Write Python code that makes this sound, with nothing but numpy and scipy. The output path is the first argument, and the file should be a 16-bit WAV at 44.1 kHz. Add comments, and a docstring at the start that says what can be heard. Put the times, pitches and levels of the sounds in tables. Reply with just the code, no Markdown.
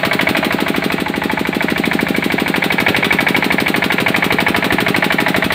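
"""A single-cylinder four-stroke diesel turns a generator at about 1500 rpm in a workshop yard.
Each cycle, combustion knocks the block into resonance, the exhaust releases a turbulent blast,
and a deep gulp sets the air cleaner ringing; gears, tappets and bearings chatter throughout.
The governor hunts a little: the knock follows the fuel, the gulp follows the speed.
A man walking between engine and microphone shadows the treble; the yard returns a short tail."""
import sys
import numpy as np
from scipy import signal
from scipy.fft import rfft, irfft
from scipy.io import wavfile
from scipy.ndimage import uniform_filter1d, minimum_filter1d, map_coordinates

SR = 44100
rng = np.random.default_rng(int(sys.argv[2]) if len(sys.argv) > 2 else 0)


def dump(signal):
    """Clip the signal to [-1, 1] and save it as 16-bit WAV at the path in sys.argv[1]."""
    limited = np.clip(np.atleast_2d(signal).T, -1, 1)
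    pcm = np.round(limited * 32767).astype(np.int16)
    wavfile.write(sys.argv[1], SR, pcm)


N = 244314

# Engine speed as the governor hunts, then settles: (time [s], firing rate [Hz])
FIRING_RATE = [(0.0, 12.359), (0.43, 12.831), (0.88, 12.521), (1.34, 12.876), (1.99, 13.04), (2.55, 12.406),
               (2.95, 12.29), (3.39, 12.718), (3.91, 12.421), (4.96, 12.533), (5.54, 12.497)]
# Piston slap and bearing knocks after ignition: (delay [s], level [dB])
IMPACTS = [(.0015, 1.5), (.005, -6), (.0084, -4.5)]
# Modes of block, flywheel and tank: (frequency [Hz], bandwidth [Hz], level over the spectrum [dB])
BLOCK_MODES = [(626, 100, 7), (858, 110, 6.5), (1028, 90, 5), (1624, 120, 4), (1792, 110, 2.5),
               (1954, 100, 4), (2116, 80, 3), (2250, 70, 11)]
# Broad response of the block: (frequency [Hz], level [dB])
BLOCK_SPECTRUM = [(60, -30.5), (150, -14.5), (240, -6), (330, -15), (520, -8.5), (750, -4), (1300, -9),
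                  (1600, -2.5), (2300, -0.5), (2700, -10), (4000, -17.5), (5500, -41.5), (8500, -39.5),
                  (15000, -53)]
# Exhaust turbulence, as mid roar, high hiss and low buffet: (frequency [Hz], level [dB])
ROAR_SPECTRUM = [(40, -53.5), (110, 1), (300, 0.5), (750, 0.5), (1300, -1), (2200, 1), (2800, -1.5),
                 (3900, -3.5), (5000, -14.5), (6200, -29), (9000, -46)]
HISS_SPECTRUM = [(2000, -21), (5000, -1.5), (6400, -6), (7500, -3), (8900, 3), (10500, -7), (12200, 1),
                 (13000, -4.5), (14000, 2.5), (15600, 0)]
BUFFET_SPECTRUM = [(25, -49), (60, -9.5), (130, 0), (220, -5), (400, -3.5), (900, -36.5)]
# Exhaust blasts that roar harder or softer than the rest: (time [s], level change [dB])
BLAST_ACCENTS = [(.13, -0.5), (.37, 1.5), (2.89, 2.5), (2.97, 0.5)]
# Modes of air cleaner and frame: (frequency [Hz], level [dB], 60 dB decay time [s])
INTAKE_MODES = [(76.3, -24, 0.87), (162.4, -0.5, 0.38), (187.2, 5.5, 0.19), (215.6, 19, 0.039),
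                (280.2, 4, 0.13), (357.2, -1, 0.13), (412.4, 7.5, 0.059), (524, -44, 0.042),
                (632.3, -1.5, 0.15), (797, 4.5, 0.075)]
# Chatter of gears, tappets and bearings: (frequency [Hz], level [dB])
CLATTER_SPECTRUM = [(25, -6), (60, 3), (200, -20), (400, 8.5), (550, -2.5), (780, -11), (1050, 3),
                    (2200, 9), (3000, 2), (4100, 2.5), (5500, -20.5), (8000, -13), (10500, -37),
                    (15000, -26)]
# Legs crossing before the microphone: (time [s], half duration [s], share of the full shadow [0-1])
LEG_CROSSINGS = [(1.087, .1, 1), (1.407, 0.205, 0.62)]
# Reverberation of the yard: (frequency [Hz], 60 dB decay time [s])
YARD_DECAY = [(100, 0.52), (500, 0.86), (2000, 0.55), (5000, 0.24), (15000, 0.28)]

FIRE_PHASE, EXHAUST_PHASE, INTAKE_PHASE = .372, .608, .914  # fractions of a cycle
LEAD = SR // 4  # the engine is already running at time zero
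T = np.arange(-LEAD, N) / SR
FIRING_HZ = np.interp(T, *np.transpose(FIRING_RATE))
CYCLES = (np.cumsum(FIRING_HZ) - LEAD * FIRING_RATE[0][1]) / SR


def knock(db=-18, decay_s=.0035, tail_db=-13, tail_s=.02, ring_db=-26, ring_hz=850, ring_width_hz=75):
    """Impact excitation: each ignition hammers the modes of the block, harder with more fuel."""
    t = np.arange(2048) / SR
    envelope = sum(amp(level) * np.exp(-np.maximum(t - delay, 0) / decay_s)
                   * np.clip(t / delay, 0, 1) ** 3 for delay, level in IMPACTS)
    envelope += amp(tail_db) * np.exp(-t / tail_s)
    firings = strokes(FIRE_PHASE, jitter_s=.0004, spread_db=1)
    # the contact pattern changes slowly as the microphone moves, and partly anew at every firing
    angle = np.pi * (.3 * T + rng.random())
    pattern = sum(weight * unit_rms(convolve(firings, rattle(envelope)))
                  for weight in (1, np.cos(angle), np.sin(angle)))
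    blows = unit_rms(pattern) + .6 * unit_rms(convolve(firings, envelope) * noise())
    block = amp(db) * colour(blows, BLOCK_SPECTRUM, BLOCK_MODES) * governor(speed_db=0, fuel_db=.5)
    low = signal.sosfiltfilt(signal.butter(4, 1350, fs=SR, output="sos"), block)
    shadow = shade(near_db=-4, leg_db=-3.5)
    shaded = low * shadow ** .51 + (block - low) * shadow  # long waves bend round the man
    # one mode of the block stands out while he is in front
    resonator = signal.iirpeak(ring_hz, ring_hz / ring_width_hz, SR)
    ring = unit_rms(signal.lfilter(*resonator, signal.lfilter(*resonator, blows)))
    return shaded + amp(ring_db) * ring * bump(at_s=1.23, half_s=.38)


def rattle(envelope):
    """Brief impacts are broadband: random contacts under an envelope, with a flattened spectrum."""
    burst = rng.standard_normal(len(envelope)) * envelope
    for _ in range(3):
        spectrum = rfft(burst)
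        band_rms = np.sqrt(uniform_filter1d(abs(spectrum) ** 2, size=11))
        burst = irfft(spectrum / band_rms, len(envelope))
        local_rms = np.sqrt(abs(uniform_filter1d(burst ** 2, size=45)) + 1e-12)
        burst = np.tanh(burst / local_rms) * envelope
    return burst


def exhaust(roar_db=-22, hiss_db=-33.5, buffet_db=-33, pulse_db=-14):
    """Blowdown: gas escaping through the valve radiates a pressure pulse and turbulent noise."""
    roar = amp(roar_db) * jet(ROAR_SPECTRUM, decay_s=.014, spread_db=.1)
    roar *= shade(near_db=-2.5, leg_db=-6.5) * governor(speed_db=-3, fuel_db=.8)
    roar *= amp(sum(change_db * bump(at_s, half_s=.04) for at_s, change_db in BLAST_ACCENTS))
    hiss = amp(hiss_db) * jet(HISS_SPECTRUM, decay_s=.032, spread_db=.45)
    hiss *= shade(near_db=-1.85, leg_db=-5)
    buffet = amp(buffet_db) * jet(BUFFET_SPECTRUM, decay_s=.0027, spread_db=4.5)
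    buffet *= shade(near_db=-19.5, leg_db=-12)
    pulse = -amp(pulse_db) * pressure_pulse(strokes(EXHAUST_PHASE, spread_db=.1), hz=240, half_s=.0015)
    return diffract(roar + hiss) + buffet + pulse


def jet(spectrum, decay_s, spread_db, rise_s=.0015, open_s=.026, close_s=.002):
    """Turbulence: noise starts as the exhaust valve opens and decays until the valve cuts it off."""
    t = np.arange(SR // 16) / SR
    valve = np.clip(t / rise_s, 0, 1) / (1 + np.exp((t - open_s) / close_s))
    flow = convolve(strokes(EXHAUST_PHASE, spread_db=spread_db), valve * np.exp(-t / decay_s))
    return colour(flow * noise(), spectrum)


def intake(gulp_db=-7, edge_db=-16.5, ring_db=-24, ring_rise_s=.0056):
    """Free vibration: air cleaner and frame ring on after each hollow gulp of the piston."""
    gulps = strokes(INTAKE_PHASE)
    t = np.arange(SR // 4) / SR
    modes = sum(amp(level - 60 * t / t60) * np.sin(2 * np.pi * hz * t) for hz, level, t60 in INTAKE_MODES)
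    onset = 1 - np.exp(-(t / ring_rise_s) ** 2)
    ring = amp(ring_db) * convolve(gulps, modes * onset)
    gulp = amp(gulp_db) * pressure_pulse(gulps, hz=272, half_s=.0032)
    edge = amp(edge_db) * pressure_pulse(gulps, hz=461, half_s=.0025) * shade(near_db=2, leg_db=.5)
    return (gulp + edge + ring) * governor(speed_db=3, fuel_db=-.64) * shade(near_db=.5, leg_db=-2)


def chug(db=-28):
    """Acoustic low-pass: the silencer lets each charge of gas out as one slow, deep swing."""
    charges = strokes(EXHAUST_PHASE, spread_db=.9)
    return amp(db) * pressure_pulse(charges, hz=84, half_s=.018) * shade(near_db=1, leg_db=1)


def clatter(db=-30.5, surge_s=.0063, grain_db=.5):
    """Contact noise: gears, tappets and bearings chatter steadily, surging at each intake stroke."""
    t = np.arange(SR // 12) / SR
    surge = 1 + convolve(strokes(INTAKE_PHASE), np.exp(-t / surge_s))
    grain = amp(grain_db * unit_rms(uniform_filter1d(noise(), size=60)))
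    return amp(db) * colour(noise() * surge * grain, CLATTER_SPECTRUM) * shade(near_db=1.2, leg_db=-2)


def strokes(phase, jitter_s=0., spread_db=0.):
    """Periodic excitation: one impulse a cycle at the given phase, scattered in time and level."""
    onsets = np.flatnonzero(np.diff(np.floor(CYCLES - phase)) > 0)
    lateness, strength = rng.standard_normal((len(onsets), 2)).T
    onsets += np.round(lateness * jitter_s * SR).astype(int)
    train = np.zeros(len(T))
    train[np.clip(onsets, 0, len(T) - 1)] = amp(spread_db * strength)
    return train


def pressure_pulse(train, hz, half_s):
    """Rarefaction, then compression: a Gaussian-windowed sine centred on each impulse."""
    t = np.arange(-SR // 100, SR // 100 + 1) / SR
    return signal.oaconvolve(train, np.sin(2 * np.pi * hz * t) * np.exp(-(t / half_s) ** 2), "same")


def governor(speed_db, fuel_db, rated_hz=12.5):
    """Amplitude modulation: dB per Hz of excess firing rate, and per Hz/s as fuel speeds the engine."""
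    acceleration = uniform_filter1d(np.gradient(FIRING_HZ) * SR, size=SR // 4)
    return amp(speed_db * (FIRING_HZ - rated_hz) + fuel_db * acceleration)


def shade(near_db, leg_db, from_s=.53, until_s=2.57, edge_s=.088):
    """Acoustic shadow: the level shifts by near_db while the man is close, plus leg_db behind a leg."""
    near = (np.tanh((T - from_s) / edge_s) - np.tanh((T - until_s) / edge_s)) / 2
    return amp(near_db * near + leg_db * leg_cover())


def leg_cover():
    """Occlusion: how far the legs hide the microphone, from 0 to about 1."""
    return sum(share * bump(at_s, half_s) for at_s, half_s, share in LEG_CROSSINGS)


def diffract(x, detour_s=.00294):
    """Diffraction: sound that bends round a leg travels farther and arrives late."""
    return map_coordinates(x, [np.arange(len(T)) - detour_s * SR * leg_cover()], order=3)


def yard(x, wet_db=-7, onset_s=.0023):
    """Reverberation: sparse reflections off floor, walls and machines; each band has its own decay."""
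    reflections = rng.choice([-1., 1.], SR // 2) * (rng.random(SR // 2) < .1)
    hz, t, bands = signal.stft(reflections, SR, nperseg=256)
    decay = amp(-60 * t / curve_at(YARD_DECAY, hz)[:, None])
    onset = np.clip(t / onset_s, 0, 1) ** 2
    tail = signal.istft(bands * decay * onset, SR, nperseg=256)[1]
    return amp(wet_db) * convolve(x, tail / np.linalg.norm(tail))


def colour(x, spectrum, modes=()):
    """Minimum-phase filtering: a broad spectrum with resonance peaks on it; the output has rms 1."""
    freqs = np.fft.rfftfreq(8192, 1 / SR)
    power = 1 + sum(amp(db) ** 2 / (1 + (2 * (freqs - hz) / width) ** 2) for hz, width, db in modes)
    log_gain = np.log(amp(curve_at(spectrum, freqs)) * np.sqrt(power))
    mirrored = np.r_[log_gain, log_gain[-2:0:-1]]
    response = np.fft.ifft(np.exp(signal.hilbert(mirrored).conj())).real[:len(freqs)]
    return unit_rms(convolve(x, response))


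def convolve(x, response):
    """Convolution with an impulse response, cut to the length of x."""
    return signal.oaconvolve(x, response)[:len(x)]


def curve_at(points, hz):
    """Interpolation of (frequency [Hz], value) points on a log-frequency axis."""
    freqs, values = np.transpose(points)
    return np.interp(np.log(hz + 1), np.log(freqs), values)


def bump(at_s, half_s):
    """Gaussian window of height 1."""
    return np.exp(-((T - at_s) / half_s) ** 2)


def noise():
    """White noise over the whole run."""
    return rng.standard_normal(len(T))


def amp(db):
    """Amplitude ratio of a level in decibels."""
    return 10 ** (np.asarray(db) / 20)


def unit_rms(x):
    """Normalisation to rms 1."""
    return x / np.sqrt(np.mean(x ** 2) + 1e-20)


def scene():
    """Superposition in mono: the knock sounds drier than the exhaust, which echoes more in the yard."""
    block, gas = knock(), exhaust()
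    echo = yard(gas + .45 * block)
    return (block + gas + echo + intake() + chug() + clatter())[None, LEAD:]


def record(dry, low_cut_hz=42, ceiling=.86, high_cut_hz=15620):
    """Band and peak limiting: a small microphone drops the lowest bass; a limiter and low-pass follow."""
    heard = signal.sosfilt(signal.butter(2, low_cut_hz, "highpass", fs=SR, output="sos"), dry)
    safe_gain = np.minimum(1, ceiling / (abs(heard) + 1e-9))
    limited = heard * uniform_filter1d(minimum_filter1d(safe_gain, size=131), size=131)
    low_pass = signal.firwin(401, high_cut_hz, window=("kaiser", 9), fs=SR)
    return signal.oaconvolve(limited, low_pass[None], "same")


dry = scene()
out = record(dry)
dump(out)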